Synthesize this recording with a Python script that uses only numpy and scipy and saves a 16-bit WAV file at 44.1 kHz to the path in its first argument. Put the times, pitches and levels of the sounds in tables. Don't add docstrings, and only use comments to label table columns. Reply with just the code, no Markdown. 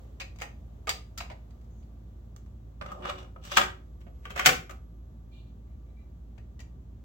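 import sys
import numpy as np
from scipy import signal
from scipy.fft import rfft, irfft, next_fast_len
from scipy.io import wavfile
from scipy.ndimage import uniform_filter1d

SR = 44100
rng = np.random.default_rng(int(sys.argv[2]) if len(sys.argv) > 2 else 0)


def dump_mix(stems):
    frames = np.atleast_2d(stems).T
    limited = np.clip(frames, -1, 1)
    pcm = np.round(limited * 32767).astype(np.int16)
    wavfile.write(sys.argv[1], SR, pcm)


N = 310464


def amp(db):
    return 10 ** (np.asarray(db) / 20)


def unit_rms(x):
    return x / np.sqrt(np.mean(x ** 2) + 1e-20)


def curve_at(points, hz):
    f, value = np.transpose(points)
    return np.interp(np.log(hz + 1), np.log(f + 1), value)


def filtered(x, response):
    n = x.shape[-1]
    size = next_fast_len(n + 8192)
    return irfft(rfft(x, size) * response(np.fft.rfftfreq(size, 1 / SR)), size)[..., :n]


def modal_response(modes, f):
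    return sum((-1) ** k * amp(db) * 1j * f * width / (hz * hz - f * f + 1j * f * width)
               for k, (hz, width, db) in enumerate(modes))


def resonant_noise(modes, n):
    return unit_rms(filtered(rng.standard_normal((2, n)), lambda f: modal_response(modes, f)))


# (frequency [Hz], correlation [-])
COHERENCE = [(60, .985), (130, .965), (200, .93), (290, .72), (640, -.15), (1410, -.25), (3100, -.12),
             (6820, .05), (15000, .05)]
def cohere(pair, spectrum):
    def response(hz):
        angle = np.arccos(np.clip(curve_at(COHERENCE, hz), -1, 1)) / 2
        return amp(curve_at(spectrum, hz)) * [np.cos(angle), np.sin(angle)]
    mid, side = filtered(pair, response)
    return np.array([mid + side, mid - side])


def noise(spectrum, n):
    return cohere(rng.standard_normal((2, n)), spectrum)


MOTOR_HARMONICS = [-47.5, -58.5, -66, -66.5, -79]
def motor(t, rotation_hz=55.6):
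    stereo_phase = np.array([[.0556], [-.0556]])
    phases = (2 * np.pi * k * rotation_hz * t + rng.uniform(0, 2 * np.pi)
              for k in range(1, len(MOTOR_HARMONICS) + 1))
    return np.sqrt(2) * sum(amp(db) * np.sin(phase + stereo_phase)
                            for db, phase in zip(MOTOR_HARMONICS, phases))


# (frequency [Hz], spectrum level [dB])
RUMBLE_SPECTRUM = [(20, -37), (42, -29), (55, -14), (68, 1.5), (77, -6.5), (88, -6.5), (108, -13),
                   (120, -9.5), (140, -16), (230, -19), (250, -20.5), (400, -30.5)]
AIR_SPECTRUM = [(180, -30), (300, -9.5), (450, -10.5), (650, -10.5), (885, -17.5), (1170, -22), (2400, -32),
                (3460, -31.5), (5000, -38), (6400, -34.5), (8000, -38.5), (8250, -50.5), (10500, -44.5),
                (12500, -39), (16000, -39)]
# (time [s], level [dB])
AIR_ENVELOPE = [(0, -70.5), (.15, -74.5), (1.5, -75.5), (2.5, -77), (3.9, -76.5), (4.9, -77.5), (7.04, -78)]
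# (frequency [Hz], bandwidth [Hz], level [dB])
WHINE_MODES = [(931, 20, -8.5), (1173.6, 18, 0)]
# (frequency [Hz], left minus right [dB])
BALANCE = [(60, -1.0), (110, 1), (200, -1.5), (380, -4.5), (700, -0.5), (1290, 2), (2380, 0), (4400, -3),
           (8120, 4.5), (15000, -3)]
def background():
    t = np.arange(N) / SR
    rumble = amp(-49.5) * unit_rms(noise(RUMBLE_SPECTRUM + [(900, -120)], N))
    air = amp(12 + np.interp(t, *np.transpose(AIR_ENVELOPE))) * unit_rms(noise(AIR_SPECTRUM, N))
    whine = amp(-80) * resonant_noise(WHINE_MODES, N)
    floor = motor(t) + rumble + air + whine
    return filtered(floor, lambda hz: amp(curve_at(BALANCE, hz) / 2 * np.array([[1], [-1]])))


def noise_bands(spectrum, n):
    source = noise(spectrum, n)
    edges_hz = [0, 800, 2500, 5000, SR]
    lowpass = lambda hz, edge: 1 / (1 + (hz / (edge + 1)) ** 6)
    return [unit_rms(filtered(source, lambda hz: lowpass(hz, high) - lowpass(hz, low)))
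            for low, high in zip(edges_hz, edges_hz[1:])]


def roughness(depth_db, n, window):
    return amp(depth_db * unit_rms(uniform_filter1d(rng.standard_normal(n), size=window)))


def impacts(rows, spectrum, chatter_db, thud_stretch, decay_cycles):
    out = np.zeros((2, N + SR))
    t = np.arange(SR // 5) / SR
    for start, db, thud_db, edge_db, snap_db, t60, rise, pan_db, *notes in rows:
        thud, knock, edge, snap = noise_bands(spectrum, len(t))
        chatter = roughness(chatter_db, len(t), window=40)
        rattle = (knock + amp(edge_db) * edge + amp(snap_db + 8) * snap) * chatter * amp(-60 * t / t60)
        hollow = sum(np.sin(2 * np.pi * hz * t + rng.uniform(0, 2 * np.pi, (2, 1)))
                     * amp(note_db - 60 * t * hz / decay_cycles)
                     for hz, note_db in np.reshape(notes, (2, 2)))
        blow = (rattle + 2 * hollow) * (1 - np.exp(-(t / rise) ** 2))
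        blow += thud * amp(thud_db - 60 * t / (t60 * thud_stretch)) * (1 - np.exp(-t / 0.0023))
        gain = amp(db - 5.5 + np.array([[pan_db], [-pan_db]]) / 2)
        out[:, round(start * SR):][:, :len(t)] += gain * blow
    return out[:, :N]


def ringing(force, modes, ring_db):
    return filtered(force, lambda f: 0.84 + amp(ring_db) * modal_response(modes, f))


# (time [s], level [dB], thud [dB], edge [dB], snap [dB], rattle T60 [s], rise [s],
# left minus right [dB], upper note [Hz], its level [dB], lower note [Hz], its level [dB])
KEY_IMPACTS = [(0.199, -32.5, -28, -0.5, -13.5, 0.053, 0.0024, -2, 2630, -8, 760, -20),
               (0.207, -28, -26, -14, -20, 0.039, 0.0023, 2.5, 2640, -8, 540, -21),
               (0.215, -31.5, -32, -3, -18.5, 0.038, 0.0011, 6, 2450, 1, 710, -20),
               (0.357, -57.5, -3, -4, -9, 0.062, 0.0022, 2, 1170, -5, 468, -18),
               (0.386, -47, -5, -7, -12.5, 0.055, 0.0012, 1.5, 2340, -8, 452, -14),
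               (0.4, -42, -28, -6, -18, 0.057, 0.0013, 2.5, 2270, -8, 533, -14),
               (0.412, -33.5, -7, -25, -16, 0.064, 0.0017, -4, 2110, -8, 597, -17),
               (0.418, -24.5, -13, -29, -17, 0.047, 0.0013, 2.5, 1800, -12.5, 822, -14),
               (0.43, -32, -8.5, -20, -24.5, 0.033, 0.0017, -5, 2500, -4, 830, -10),
               (0.871, -27, -24, -28, -21, 0.045, 0.00076, -3.5, 2210, -8, 456, -13),
               (0.875, -26.5, -1.5, -11, -17, 0.05, 0.0033, -3, 1225, 0, 744, -14),
               (0.892, -21, -32, -1.5, -7.5, 0.045, 0.001, 2, 1740, -10, 936, -15),
               (0.902, -28, -26, -1, -23, 0.045, 0.00096, 0.5, 2170, -12, 760, -21),
               (1.175, -33, -28, -7, -3.5, 0.072, 0.0019, 2.5, 1340, -5, 660, -22),
               (1.203, -27.5, -13, -10, -25.5, 0.066, 0.0019, 1.5, 1250, -10.5, 692, -19),
               (1.299, -38.5, 0.5, -12, -23, 0.047, 0.00098, 1.0, 990, -5, 700, -14),
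               (1.314, -44.5, 3, -4, -22, 0.045, 0.0011, -5, 2100, -6, 700, -7),
               (1.506, -59.5, -14, -1, -8.5, 0.032, 0.0013, -1.5, 1320, -8, 678, -11),
               (1.611, -66.5, -2.5, -6, -7, 0.038, 0.0014, -1, 1270, -10, 541, -14),
               (1.641, -69, 0, -13, -4.5, 0.045, 0.0015, -3.5, 1200, -5, 595, -14),
               (1.825, -70, 1, 6.5, -11, 0.045, 0.0016, -9, 1180, -8, 452, -13),
               (6.378, -49, -4, -19, -20, 0.045, 0.0015, 5.5, 1880, -5, 455, -10),
               (6.592, -50.5, -21, -3, -11, 0.042, 0.0011, 8, 1930, 3, 460, -23),
               (6.602, -44, -10, -13, -9.5, 0.049, 0.0012, 4, 2340, -8, 606, -16)]
# (frequency [Hz], spectrum level [dB])
LEVER_SPECTRUM = [(180, -41), (300, -25), (528, -10.5), (1460, -4.5), (1580, -6), (2280, 1), (3700, -2),
                  (4830, -8), (5430, -8.5), (7570, -9), (9880, -27.5), (15000, -20), (16000, -23)]
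# (frequency [Hz], bandwidth [Hz], level [dB])
LEVER_MODES = [(722, 110, -5), (1876, 30, 7), (2160, 44, -11), (2550, 40, 4), (3926, 120, -19.5),
               (4150, 27, 7), (4745, 44, -17.5), (4770, 65, 14), (6490, 150, -3), (6950, 34, -5.5),
               (7240, 58, -19.5), (8900, 490, -8.5)]
def keys():
    blows = impacts(KEY_IMPACTS, LEVER_SPECTRUM, chatter_db=3.5, thud_stretch=2.67, decay_cycles=83)
    return ringing(blows, LEVER_MODES, ring_db=-0.5)


# (time [s], duration [s], level [dB], mode set [index, rounded down])
SQUEAK_EVENTS = [(1.685, .07, -78, 0.022), (1.764, 0.047, -76, 0), (5.3, 0.11, -65.5, 1),
                 (5.381, .13, -77, 1), (5.65, 0.078, -81, 2.6), (5.852, .055, -80, 2.4),
                 (5.95, 0.063, -71, 2.5)]
# (frequency [Hz], bandwidth [Hz], level [dB])
SQUEAK_MODES = [
    [(6400, 500, -5), (7060, 400, -7)],
    [(2370, 24, 6.5), (2800, 380, -4.5), (3300, 400, -6), (3650, 79, 0), (4100, 110, -3), (4510, 80, -5),
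     (6900, 910, -21)],
    [(2030, 48, -2), (2350, 40, 3), (2850, 33, -8), (3940, 32, -3)],
]
def squeaks():
    out = np.zeros((2, N))
    for start, duration, db, mode_set in SQUEAK_EVENTS:
        n = round(duration * SR)
        tone = resonant_noise(SQUEAK_MODES[int(mode_set)], n)
        out[:, round(start * SR):][:, :n] += amp(db) * tone * signal.windows.tukey(n, .4)
    return out


def friction(strokes, spectrum, grit_db):
    out = np.zeros((2, N))
    for rows in strokes:
        times, *levels = np.transpose(rows)
        start, end = round(times[0] * SR), round(times[-1] * SR)
        t = np.arange(start, end) / SR
        scrape, drone, rasp, hiss = (amp(np.interp(t, times, db)) for db in levels)
        low, mid, high, top = noise_bands(spectrum, len(t))
        grit = unit_rms(roughness(grit_db, len(t), window=160))
        rub = drone * low + grit * (scrape * mid + rasp * high + hiss * top)
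        out[:, start:end] += amp(-4.5) * signal.windows.tukey(len(t), .06) * rub
    return out


CASSETTE_IMPACTS = [(2.361, -51, -25.5, -14, -1, 0.029, 0.0023, -4.5, 1155, -2, 479, -16),
                    (2.46, -61, 5, -5, -12.5, 0.045, 0.0032, 0, 990, -10, 495, -19),
                    (2.811, -27, -3, -10.5, -33, 0.024, 0.0016, -6, 1230, -8.5, 544, -19.5),
                    (2.819, -30, -17, -31, -32, 0.035, 0.003, 10, 1150, -12, 600, -20),
                    (2.858, -35.5, -3.5, -10, -20.5, 0.037, 0.003, 0.5, 1270, 4, 554, -6),
                    (2.916, -32, -6, -32, -17.5, 0.037, 0.003, 0.5, 1236, 5, 797, -9),
                    (3.05, -27, -7, -13.5, -26.5, 0.034, 0.003, 1.5, 1212, -7, 676, -14),
                    (3.067, -29.5, -5.5, -6, -28.5, 0.042, 0.003, 1.0, 1060, -6.5, 807, -14),
                    (3.086, -26, -10.5, -23, -22, 0.039, 0.0061, -1, 1160, -8, 729, -15),
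                    (3.097, -24, -11.5, -12.5, -20.5, 0.019, 0.0021, 2.5, 1128, -5, 592, -14),
                    (3.181, -37, -10.5, -2.5, -16.5, 0.031, 0.003, 0.5, 1218, -3, 587, -13.5),
                    (3.194, -48.5, -7, -2.5, -13, 0.038, 0.0036, 1, 1220, -7, 592, -16),
                    (3.21, -45, -4.5, -9, -16.5, 0.027, 0.0047, 0.5, 1287, -10, 517, -13.5),
                    (3.225, -45.5, -9.5, -26, -17, 0.035, 0.003, 0.5, 1140, -7.5, 503, -13),
                    (3.36, -37.5, -0.5, -31.5, -38.5, 0.023, 0.0024, 2, 1289, -1.5, 603, -15),
                    (3.436, -44.5, -24.5, -3.5, -8.5, 0.032, 0.0035, 0, 3790, -9, 608, -13.5),
                    (3.448, -37, -16.5, -10, -6.5, 0.045, 0.0051, -1, 3870, -8, 563, -17),
                    (3.47, -39, -14, -2.5, -9, 0.051, 0.0066, -1.5, 1258, -9.5, 762, -13),
                    (3.514, -24, -20.5, -10.5, -12.5, 0.041, 0.0037, 1.5, 2848, -8, 584, -11.5),
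                    (3.57, -4.5, -16, -10.5, -18, 0.059, 0.001, 3, 1148, -13.5, 735, -15.5),
                    (3.583, -13, -13.5, -18.5, -26.5, 0.026, 0.0028, -4, 1941, -3.5, 581, -15.5),
                    (3.61, -18, -20.5, -8.5, -21.5, 0.054, 0.0025, 1.0, 1282, -7, 740, -16),
                    (3.627, -21, -23.5, -17.5, -27.5, 0.061, 0.0017, 3, 1123, -20, 743, -25),
                    (3.644, -30.5, -14.5, -12.5, -21.5, 0.033, 0.0038, -1.5, 1210, -6, 595, -14)]
# (time [s], scrape [dB], drone [dB], rasp [dB], hiss [dB])
CASSETTE_STROKES = [
    [(2.82, -49, -52, -56, -74), (2.834, -66, -56, -76, -72), (2.91, -48, -51, -65, -67.5),
     (2.92, -62, -57, -75, -63.5), (2.944, -79, -47, -70, -73.5), (3.02, -59, -45.5, -81, -72.5)],
    [(3.02, -55, -46.5, -61, -69), (3.048, -37, -44, -53, -63), (3.076, -47, -45, -49, -61),
     (3.098, -36, -41, -40.5, -50), (3.13, -54, -51.5, -81, -70.5)],
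    [(3.13, -68.5, -51.5, -59, -68.5), (3.166, -56, -54.5, -67, -73.5), (3.19, -56.5, -51, -52, -60),
     (3.232, -58.5, -57, -71, -69.5), (3.296, -74.5, -63.5, -82.5, -89), (3.3, -72, -65, -75, -80.5)],
    [(3.41, -76.5, -64, -76.5, -85.5), (3.454, -57, -65, -53, -51), (3.46, -61, -60, -57, -56.5),
     (3.502, -58, -62, -55, -56.5), (3.51, -54.5, -57.5, -43.5, -51)],
    [(3.51, -49, -57, -40.5, -47.5), (3.52, -39.5, -46, -38.5, -45.5), (3.558, -50.5, -53, -45.5, -46),
     (3.57, -21.5, -34, -22, -28.5)],
]
# (frequency [Hz], spectrum level [dB])
SHELL_SPECTRUM = [(76, -45), (130, -19.5), (190, -10.5), (250, -31.5), (400, -11), (600, -6.5), (900, -6.5),
                  (1200, -1), (2800, -4), (4000, -9), (7800, -14), (8800, -29), (12000, -24.5),
                  (15500, -23.5)]
# (frequency [Hz], bandwidth [Hz], level [dB])
SHELL_MODES = [(182, 30, -1.5), (284, 54, 8.5), (371.3, 7.9, 11.5), (486, 21, 2.5), (583.5, 20, 3.5),
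               (762, 27, 7.5), (1230, 160, 0), (1450, 14, 0.5), (1547, 17, -4), (2000, 34, -1.5),
               (2360, 50, -7), (2880, 97, 8), (3420, 160, 1), (3740, 90, 6), (5870, 43, 4), (7450, 30, -4),
               (7730, 100, -2)]
def cassette():
    blows = impacts(CASSETTE_IMPACTS, SHELL_SPECTRUM, chatter_db=4, thud_stretch=2.2, decay_cycles=35)
    slide = friction(CASSETTE_STROKES, SHELL_SPECTRUM, grit_db=3)
    return ringing(blows, SHELL_MODES, ring_db=-1) + ringing(slide, SHELL_MODES, ring_db=4)


DOOR_IMPACTS = [(4.004, -58.5, -9.5, -14, -6, 0.05, 0.002, 1.5, 990, -9, 552, -13),
                (4.012, -53, -12.5, -4, -17, 0.05, 0.0017, 1, 1147, -4, 452, -13),
                (4.065, -50, 7.5, -20, -29.5, 0.045, 0.0022, -12, 1907, -9, 528, -13),
                (4.079, -55, 5.5, -13.5, -22.5, 0.043, 0.002, 0.5, 1103, -9, 482, -12.5),
                (4.252, -29.5, -11, -21, -27, 0.045, 0.002, 2, 1128, -6.5, 711, -12),
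                (4.301, -31, -7.5, -16.5, -18, 0.043, 0.002, 3.5, 1210, -7, 947, -13),
                (4.308, -38, -12.5, -24, -15, 0.05, 0.002, 4, 1211, -9, 708, -13.5),
                (4.36, -23.5, -7.5, -18.5, -17, 0.045, 0.0018, -1, 1250, -4.5, 686, -9),
                (4.374, -22.5, -22.5, -18, -21.5, 0.05, 0.002, 0.5, 1264, -8, 684, -12),
                (4.393, -13, -27, -20, -21.5, 0.05, 0.002, 1.5, 1133, -7.5, 767, -13),
                (4.458, -1.5, -16, -8, -9.5, 0.046, 0.0018, 0.5, 1411, -10.5, 738, -14),
                (4.468, -8, -9.5, -4.5, -15.5, 0.046, 0.002, 6, 1249, -10, 493, -14.5),
                (4.488, -9.5, -23.5, -13.5, -19, 0.05, 0.0023, 3.5, 1349, -8.5, 487, -15.5),
                (4.694, -36, -7.5, -18.5, -16.5, 0.045, 0.002, 11, 1253, 2, 557, -15),
                (4.707, -35, -6, -16, -13, 0.042, 0.0017, -3, 1280, -2, 778, -13)]
DOOR_STROKES = [
    [(4.14, -74, -68.5, -82, -79.5), (4.218, -80.5, -73, -85.5, -75), (4.26, -46.5, -53.5, -57.5, -63.5),
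     (4.294, -62, -60, -73, -76.5), (4.3, -45.5, -48.5, -55, -56.5), (4.35, -56, -52.5, -66, -72)],
    [(4.35, -51, -50, -59.5, -70.5), (4.364, -40, -44, -53.5, -49.5), (4.39, -30.5, -45, -40, -42.5),
     (4.442, -38.5, -43.5, -50.5, -58.5), (4.457, -19, -36, -21, -22)],
]
# (frequency [Hz], spectrum level [dB])
FRAME_SPECTRUM = [(65, -41), (130, -11.5), (250, -15), (480, -7), (950, -12), (1300, -7), (2200, -3.5),
                  (3300, -6), (4200, -10), (7800, -11.5), (8900, -27), (12000, -24.5), (15500, -17.5)]
# (frequency [Hz], bandwidth [Hz], level [dB])
FRAME_MODES = [(155, 34, -2), (293, 18, 2.5), (363, 5.3, 4), (490, 39, 7), (610, 100, -9.5),
               (767.3, 15, 10), (1170, 60, 0), (1310, 66, 4), (1470, 44, -2.5), (1670, 50, -3),
               (2178, 38, -10), (2330, 40, 0.5), (3126, 50, 0.5), (4760, 60, -5.5), (6640, 45, 1),
               (7200, 230, -0.5)]
def door_closing():
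    blows = impacts(DOOR_IMPACTS, FRAME_SPECTRUM, chatter_db=3, thud_stretch=1.7, decay_cycles=35)
    swing = friction(DOOR_STROKES, FRAME_SPECTRUM, grit_db=2.5)
    return ringing(blows + swing, FRAME_MODES, ring_db=-2)


# (frequency [Hz], T60 [s])
ROOM_T60 = [(150, .5), (600, 0.3), (2000, 0.29), (5000, 0.27), (10000, 0.24)]
def room(x, delay_samples=130):
    out = np.zeros((2, N + 2 * SR))
    step = SR // 10
    for start in range(0, N, step):
        hz, t, spectra = signal.stft(rng.standard_normal((2, SR * 3 // 5)), SR, nperseg=256)
        decay = amp(-60 * t / curve_at(ROOM_T60, hz)[:, None])
        tail = signal.istft(spectra * decay, SR, nperseg=256)[1]
        tail = cohere(tail, [(100, 0.17), (16000, -1.2)])
        mono = x[:, start:start + step].mean(0, keepdims=True)
        wet = signal.fftconvolve(mono, tail / np.linalg.norm(tail[0]), axes=1)
        out[:, start + delay_samples:][:, :wet.shape[1]] += wet
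    return out[:, :N]


def scene():
    deck = keys() + cassette() + door_closing()
    return deck + amp(-2.5) * room(deck + 2 * squeaks()) + background()


def record(dry, ceiling=.95, cutoff_hz=15950):
    rounded = dry / (1 + np.abs(dry / ceiling) ** 4) ** (1 / 4)
    return filtered(rounded, lambda hz: hz < cutoff_hz)


dry = scene()
out = record(dry)
dump_mix(out)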